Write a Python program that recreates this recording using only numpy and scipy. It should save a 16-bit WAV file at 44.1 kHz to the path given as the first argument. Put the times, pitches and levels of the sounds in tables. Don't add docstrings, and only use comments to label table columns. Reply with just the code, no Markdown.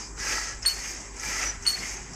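import sys
import numpy as np
from scipy import signal
from scipy.fft import rfft, irfft
from scipy.io import wavfile
from scipy.ndimage import uniform_filter1d

SR = 44100
rng = np.random.default_rng(int(sys.argv[2]) if len(sys.argv) > 2 else 0)


def output_pcm(signal):
    pcm = np.clip(np.atleast_2d(signal).T, -1, 1) * 32767
    wavfile.write(sys.argv[1], SR, np.round(pcm).astype(np.int16))


def rack_gain(trim_db):
    fader = np.asarray(trim_db, float)
    return 10 ** (fader / 20)


N = 94815

# (time [s], blade speed as level [dB], bite of the teeth [dB])
STROKE = [(0.0, -37.5, -4.5), (0.15, -55, -4), (0.2, -37, -1), (0.32, -30, -2), (0.51, -38, -2.5),
          (0.61, -53.5, 5), (0.63, -40.5, 0), (0.89, -36.5, -4), (1.13, -52, 4.5), (1.26, -33.5, -2.5),
          (1.44, -33, 1), (1.48, -36, 1.5), (1.59, -51.5, 5.5), (1.69, -39, -5.5), (1.75, -40, 2.5),
          (1.89, -36.5, -3), (2.1, -50.5, 4.5), (2.15, -45.5, -1.5)]
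FULL_DB = -34
# (frequency [Hz], density [dB per Hz])
FRAME = [(3600, -32), (4300, -21), (4700, -18.5), (5200, -1.5), (6400, 1), (7700, -9.5), (8200, -12.5),
         (9500, -21)]


def evened(x):
    return x / np.sqrt(np.mean(x ** 2) + 1e-20)


def colour(x, points):
    f, db = np.transpose(points)
    hz = np.fft.rfftfreq(len(x), 1 / SR) + 1
    octaves_outside = np.maximum(np.log2(f[0] / hz), 0) + np.maximum(np.log2(hz / f[-1]), 0)
    gain = rack_gain(np.interp(np.log(hz), np.log(f), db) - 45 * octaves_outside)
    return evened(irfft(rfft(x) * gain, len(x)))


def drift(rate_hz, size):
    lag = [1, -np.exp(-2 * np.pi * rate_hz / SR)]
    once = signal.lfilter([1], lag, rng.standard_normal(size))
    return evened(signal.lfilter([1], lag, once))


def resonate(x, hz, width):
    r = np.exp(-np.pi * width / SR)
    return 2 * signal.lfilter([1 - r], [1, -r * np.exp(2j * np.pi * hz / SR)], x).real


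def add(mix, s, sound):
    part = mix[round(s * SR):][:len(sound)]
    part += sound[:len(part)]


def mains_hum(t):
    # (frequency [Hz], rms level [dB])
    partials = [(49.4, -45.5), (100.5, -61.5), (248, -64.5), (395, -62)]
    hum = 0
    for hz, db in partials:
        level = np.sqrt(2) * rack_gain(db + 3.5 * drift(11.5, N))
        hum = hum + level * np.sin(2 * np.pi * (hz * t + rng.random()))
    return hum


def workshop_wash():
    # (frequency [Hz], density [dB per Hz])
    wash_colour = [(12, -33), (20, -6), (59, -2.5), (144, -6), (390, -11.5), (540, -19.5), (829, -12.5),
                   (2060, -21), (4000, -47), (5200, -65), (8800, -120)]
    wash_db, patch_db = -48, 3
    z = signal.stft(colour(rng.standard_normal(N), wash_colour), SR, nperseg=1024, noverlap=768)[2]
    patches = uniform_filter1d(rng.standard_normal(z.shape), size=5, axis=0)
    patches = evened(uniform_filter1d(patches, size=20, axis=1))
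    wash = signal.istft(z * rack_gain(patch_db * patches), SR, nperseg=1024, noverlap=768)[1][:N]
    return wash * rack_gain(wash_db)


def drive_whirr(t):
    # (frequency [Hz], density [dB per Hz])
    whirr_colour = [(4400, -18), (4900, -22), (5250, -13), (5900, -4), (7400, 3.5), (7850, 6.5),
                    (8100, -17), (15800, -41)]
    whirr_db, speed_law = -48, .15
    load_db = np.interp(t, *np.transpose(STROKE)[:2]) - FULL_DB
    level = rack_gain(whirr_db + speed_law * load_db + 0.7 * drift(19, N))
    return colour(rng.standard_normal(N), whirr_colour) * level


def teeth():
    ticks_per_s, tooth_db, chatter_db = 9000, 1, .9
    size = rack_gain(tooth_db * np.minimum(rng.exponential(1, N), 5)) * rng.standard_normal(N)
    struck = rng.random(N) < ticks_per_s / SR
    return evened(size * struck * rack_gain(chatter_db * drift(39, N)))


def rings(x, table):
    shift_db = 1.5
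    out = 0
    for hz, width, db in table:
        ring = evened(resonate(resonate(x, hz, width), hz, 6 * width))
        out = out + rack_gain(db + shift_db * drift(4.0, N)) * ring * np.sqrt(width)
    return evened(out)


def stick_and_frame_rings(drive, t):
    # (turn into cutting [s], turn into return [s])
    cuts = [
        (.16, .61),
        (1.169, 1.63),
    ]
    # (frequency [Hz], width [Hz], level [dB])
    cut_rings = [(868.5, 27, 0.5), (1320, 51, 4.5), (1685, 23, 6.5), (1961, 50, 4.5), (2390, 38, 0),
                 (2890, 34, -24), (4130, 50, -8), (4960, 350, -2.5), (5200, 92, -1.5), (6260, 27, 7.5),
                 (6540, 61, 3.5), (7050, 75, -25)]
    back_rings = [(1277, 19, -8), (2116, 31, -8), (2394, 28, -2), (3815, 76, -16), (4460, 35, -13.5),
                  (4785, 70, -10), (4820, 36, -1), (5260, 90, -6), (6486, 39, 3.5), (7440, 15, -29)]
    cut_db, back_db = -3.5, -6
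    cut = uniform_filter1d(sum(1. * ((t > a) & (t < b)) for a, b in cuts), 600)
    cutting, returning = drive * cut, drive * (1 - cut)
    ring = rack_gain(cut_db) * rings(cutting, cut_rings) * np.std(cutting)
    ring = ring + rack_gain(back_db) * rings(returning, back_rings) * np.std(returning)
    return ring, cut


def fizz_of_fibres(t):
    # (time [s], level [dB])
    grit = [(0, -77), (.14, -84), (.2, -57), (.3, -50.5), (.44, -56.5), (.6, -100), (.68, -47.5),
            (.74, -56.5), (.93, -57.5), (.99, -78), (1.16, -71), (1.23, -52.5), (1.47, -53), (1.58, -82),
            (1.7, -48), (1.76, -56), (1.94, -56.5), (2.03, -85)]
    # (frequency [Hz], density [dB per Hz])
    fizz_colour = [(7500, 4.5), (9000, -3), (10500, -7), (12500, -18), (14000, -20)]
    sizzle_colour = [(12000, 6), (13500, -6), (15800, -13)]
    fizz_db, sizzle_db, sizzle_law = 4, -60, 1.8
    grip, grains = np.interp(t, *np.transpose(grit)), teeth()
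    fizz = colour(grains, fizz_colour) * rack_gain(fizz_db + grip)
    return fizz + colour(grains, sizzle_colour) * rack_gain(sizzle_db + sizzle_law * (grip + 53.5))


def rasp(t):
    # (frequency [Hz], density [dB per Hz])
    wood_colour = [(300, -7.5), (800, -10.5), (1400, -8.5), (1950, -0.5), (2700, -7.5), (3000, -10),
                   (3700, -17), (4200, -20)]
    tubes_colour = [(3700, -18), (4300, -11.5), (4700, -1.5), (5200, -3), (5600, -3)]
    wood_db, wood_law, back_wood_db = -3, 1.293, 0.54
    frame_db, tubes_db, tubes_law = -2, -9.5, 1.33
    s, speed_db, bite_db = np.transpose(STROKE)
    over = np.interp(t, s, speed_db) - FULL_DB
    bite = np.interp(t, s, bite_db)
    ring, cut = stick_and_frame_rings(teeth() * rack_gain(over + 0.075 * bite), t)
    wood_level = rack_gain(wood_db + wood_law * over + bite + back_wood_db * (2 - cut))
    wood = colour(teeth(), wood_colour) * wood_level
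    frame = colour(teeth(), FRAME) * rack_gain(frame_db + over)
    tubes = colour(teeth(), tubes_colour) * rack_gain(tubes_db + tubes_law * over)
    return rack_gain(FULL_DB) * (wood + frame + tubes + ring) + fizz_of_fibres(t)


def sliding_rings(saw):
    # (start [s], length [s], from [Hz], to [Hz], level [dB])
    glides = [(0.84, .12, 13050, 13100, -59), (1.24, 0.099, 13150, 15000, -60),
              (1.79, .12, 2100, 2150, -41), (1.9, 0.077, 2200, 2300, -49.5), (0.81, .07, 6700, 5100, -46),
              (1.86, 0.082, 7200, 6500, -45), (1.94, .05, 6400, 5800, -45), (0.73, 0.15, 1700, 2250, -45),
              (.622, 0.017, 5250, 5200, -37.5), (.645, 0.021, 6800, 6800, -48),
              (1.8, 0.02, 4600, 6000, -42), (1.425, 0.026, 2500, 2550, -37), (.19, .13, 1670, 1690, -40.5),
              (.29, .17, 1850, 1950, -39), (.22, 0.103, 2400, 2500, -45), (.26, .2, 4700, 4650, -41.5),
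              (1.31, 0.117, 1960, 1960, -37), (1.21, 0.131, 2300, 2400, -40.5),
              (1.34, .09, 1320, 1320, -41.5), (1.24, 0.068, 870, 880, -45.5), (1.92, .16, 380, 360, -53),
              (.65, .016, 2900, 3200, -35), (.675, .05, 2900, 3000, -41), (1.652, .02, 2900, 3100, -40),
              (1.68, .04, 3000, 3000, -41), (0, .1, 5050, 5000, -46), (.24, .12, 5000, 5100, -40),
              (.45, .09, 1900, 1950, -43)]
    sharpness = 25
    for s, length, from_hz, to_hz, db in glides:
        size = round(length * SR)
        fuzz = drift(from_hz / sharpness, size) + 1j * drift(from_hz / sharpness, size)
        turns = np.cumsum(np.linspace(from_hz, to_hz, size)) / SR
        tone = (fuzz * np.exp(2j * np.pi * turns)).real
        add(saw, s, rack_gain(db) * np.sqrt(np.hanning(size)) * tone)


def knocks(saw):
    # (time [s], level [dB], lowest ring [Hz], 60 dB decay [s])
    blows = [(.177, -42, 1480, .04), (.3805, -31, 877, .055), (.415, -38, 1320, .05), (.26, -44, 420, .06),
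             (1.4366, -35, 1300, .045), (1.45, -43, 600, .06)]
    # (ratio to lowest ring, level [dB])
    ratios = [(1, 0), (1.55, -2), (2.05, -4), (2.7, -6)]
    for s, db, hz, t60 in blows:
        t = np.arange(0, t60, 1 / SR)
        tone = 0
        for ratio, partial_db in ratios:
            rough = rack_gain(partial_db) * (1 + .5 * drift(200, len(t)))
            tone = tone + rough * np.sin(2 * np.pi * (hz * ratio * t + rng.random()))
        add(saw, s, rack_gain(db - 60 * t / t60) * tone * np.minimum(t / 0.0003, 1))


def loose_burst(db, length, body):
    t = np.arange(0, 2 * length, 1 / SR)
    level = rack_gain(db - 10 * t / length) * signal.windows.tukey(len(t), .1)
    return colour(rng.standard_normal(len(t)), body) * level


def frame_rattles(saw):
    # (time [s], level [dB], length [s])
    rattles = [(0.622, -38, .005), (.627, -37, 0.0068), (0.654, -34, .006), (0.687, -32.5, 0.02),
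               (0.998, -41, 0.04), (1.1648, -38.5, 0.0074), (1.194, -33, 0.019), (1.623, -37.5, 0.016),
               (1.665, -32, 0.014), (1.694, -30, 0.012), (1.71, -36, .012), (2.134, -37, .008)]
    for s, db, length in rattles:
        add(saw, s, loose_burst(db, length, FRAME))


def sleeve_scrapes(saw):
    # (time [s], level [dB], length [s])
    scrapes = [(0.651, -28, 0.014), (0.669, -38.5, 0.053), (0.837, -40, 0.051), (1.651, -36.5, 0.019),
               (1.658, -34, 0.047), (1.819, -40, 0.035)]
    # (frequency [Hz], density [dB per Hz])
    sleeve_colour = [(900, -8), (1250, -2), (2000, 0), (2500, -5), (3000, -1), (3400, -8)]
    for s, db, length in scrapes:
        add(saw, s, loose_burst(db, length, sleeve_colour))


def stick_slip(table, overtones):
    fuzz_db, fuzz_hz, wander = -17, 400, .004
    break_up, firm_db = .3, -36
    s, pitch, level, *upper = np.transpose(table)
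    t = np.arange(s[0], s[-1], 1 / SR)
    turns = np.cumsum(np.interp(t, s, pitch) * (1 + wander * drift(100, len(t)))) / SR
    loose_db = break_up * np.maximum(firm_db - np.interp(t, s, level), 0)
    out = 0
    for (k, flutter_db), rel in zip(overtones, [0, *upper]):
        fuzz = rack_gain(fuzz_db) * k * (drift(fuzz_hz, len(t)) + 1j * drift(fuzz_hz, len(t)))
        partial = ((1 + fuzz) * np.exp(2j * np.pi * k * turns)).real
        flutter = (flutter_db + loose_db) * drift(81, len(t))
        out = out + rack_gain(np.interp(t, s, level + rel) + flutter) * partial
    return s[0], np.sqrt(2) * out * signal.windows.tukey(len(t), .02)


def sleeve_squeals(squeal):
    # (time [s], pitch [Hz], level [dB], second partial re first [dB], third partial re first [dB])
    bursts = [
        [(.657, 4420, -46, -12, -36), (.6605, 4352, -22, -6, -36), (.663, 4340, -19, -4, -33),
         (.667, 4340, -17, -10, -37), (.671, 4350, -15.5, -14, -26), (.6735, 4440, -28, -2, -6),
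         (.677, 4440, -26, -6, -11), (.68, 4396, -22, -13, -14), (.687, 4378, -22, -13, -19)],
        [(1.66, 4400, -46, -16, -36), (1.6645, 4370, -34, -16, -40), (1.667, 4365, -19, -12, -33),
         (1.6715, 4400, -30, -3, -22), (1.676, 4400, -15.5, -14, -33), (1.681, 4370, -20, -14, -30),
         (1.683, 4400, -18.5, -13, -25), (1.687, 4362, -32, 0, -7), (1.692, 4330, -25, -15, -17)],
    ]
    tails = [
        [(.69, 4375, -28, -14, -18), (.7, 4365, -28, -17, -18), (.704, 4385, -38, -8, -11),
         (.711, 4400, -30, -18, -20), (.731, 4390, -35, -14, -26), (.738, 4400, -46, -6, -20),
         (.755, 4400, -56, -2, -14), (.763, 4410, -42, -15, -28), (.83, 4400, -58, -10, -20)],
        [(1.706, 4390, -25, -18, -23), (1.715, 4390, -35, -9, -20), (1.7215, 4362, -42, 1, -20),
         (1.727, 4400, -31, -12, -30), (1.738, 4398, -33, -19, -26), (1.75, 4395, -28.5, -22, -34),
         (1.758, 4378, -38, -13, -24), (1.762, 4380, -47, -9, -25), (1.84, 4380, -54, -14, -25)],
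    ]
    # (multiple of pitch, flutter [dB])
    overtones = [(1, .5), (2, 2), (3, 2)]
    for burst, tail in zip(bursts, tails):
        add(squeal, *stick_slip(burst + tail, overtones))


def blade_whistle(squeal):
    # (time [s], pitch [Hz], level [dB])
    whistle = [(1.425, 5900, -50), (1.453, 5908, -42), (1.459, 5908, -30), (1.486, 5908, -33),
               (1.497, 5907, -28.5), (1.507, 5907, -31), (1.512, 5907, -47), (1.55, 5907, -54)]
    add(squeal, *stick_slip(whistle, [(1, .5)]))


def room(x):
    room_db, room_t60 = -15, .3
    t = np.arange(SR // 2) / SR
    tail = rng.standard_normal(len(t)) * rack_gain(-60 * t / room_t60) * (t > .006)
    return rack_gain(room_db) * signal.fftconvolve(x, tail / np.linalg.norm(tail))[:N]


def scene():
    t = np.arange(N) / SR
    shop = mains_hum(t) + workshop_wash() + drive_whirr(t)
    saw, squeal = rasp(t), np.zeros(N)
    sliding_rings(saw)
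    knocks(saw)
    frame_rattles(saw)
    sleeve_scrapes(saw)
    sleeve_squeals(squeal)
    blade_whistle(squeal)
    return (saw + squeal + room(saw + .3 * squeal) + shop)[None]


def roll_off(x):
    return signal.sosfilt(signal.butter(12, 15830, fs=SR, output="sos"), x)


def record(dry):
    edge = signal.firwin(511, 15800, window=("kaiser", 9), fs=SR)
    mix = signal.oaconvolve(dry, edge[None], "same")
    return roll_off(mix)


dry = scene()
out = record(dry)
output_pcm(out)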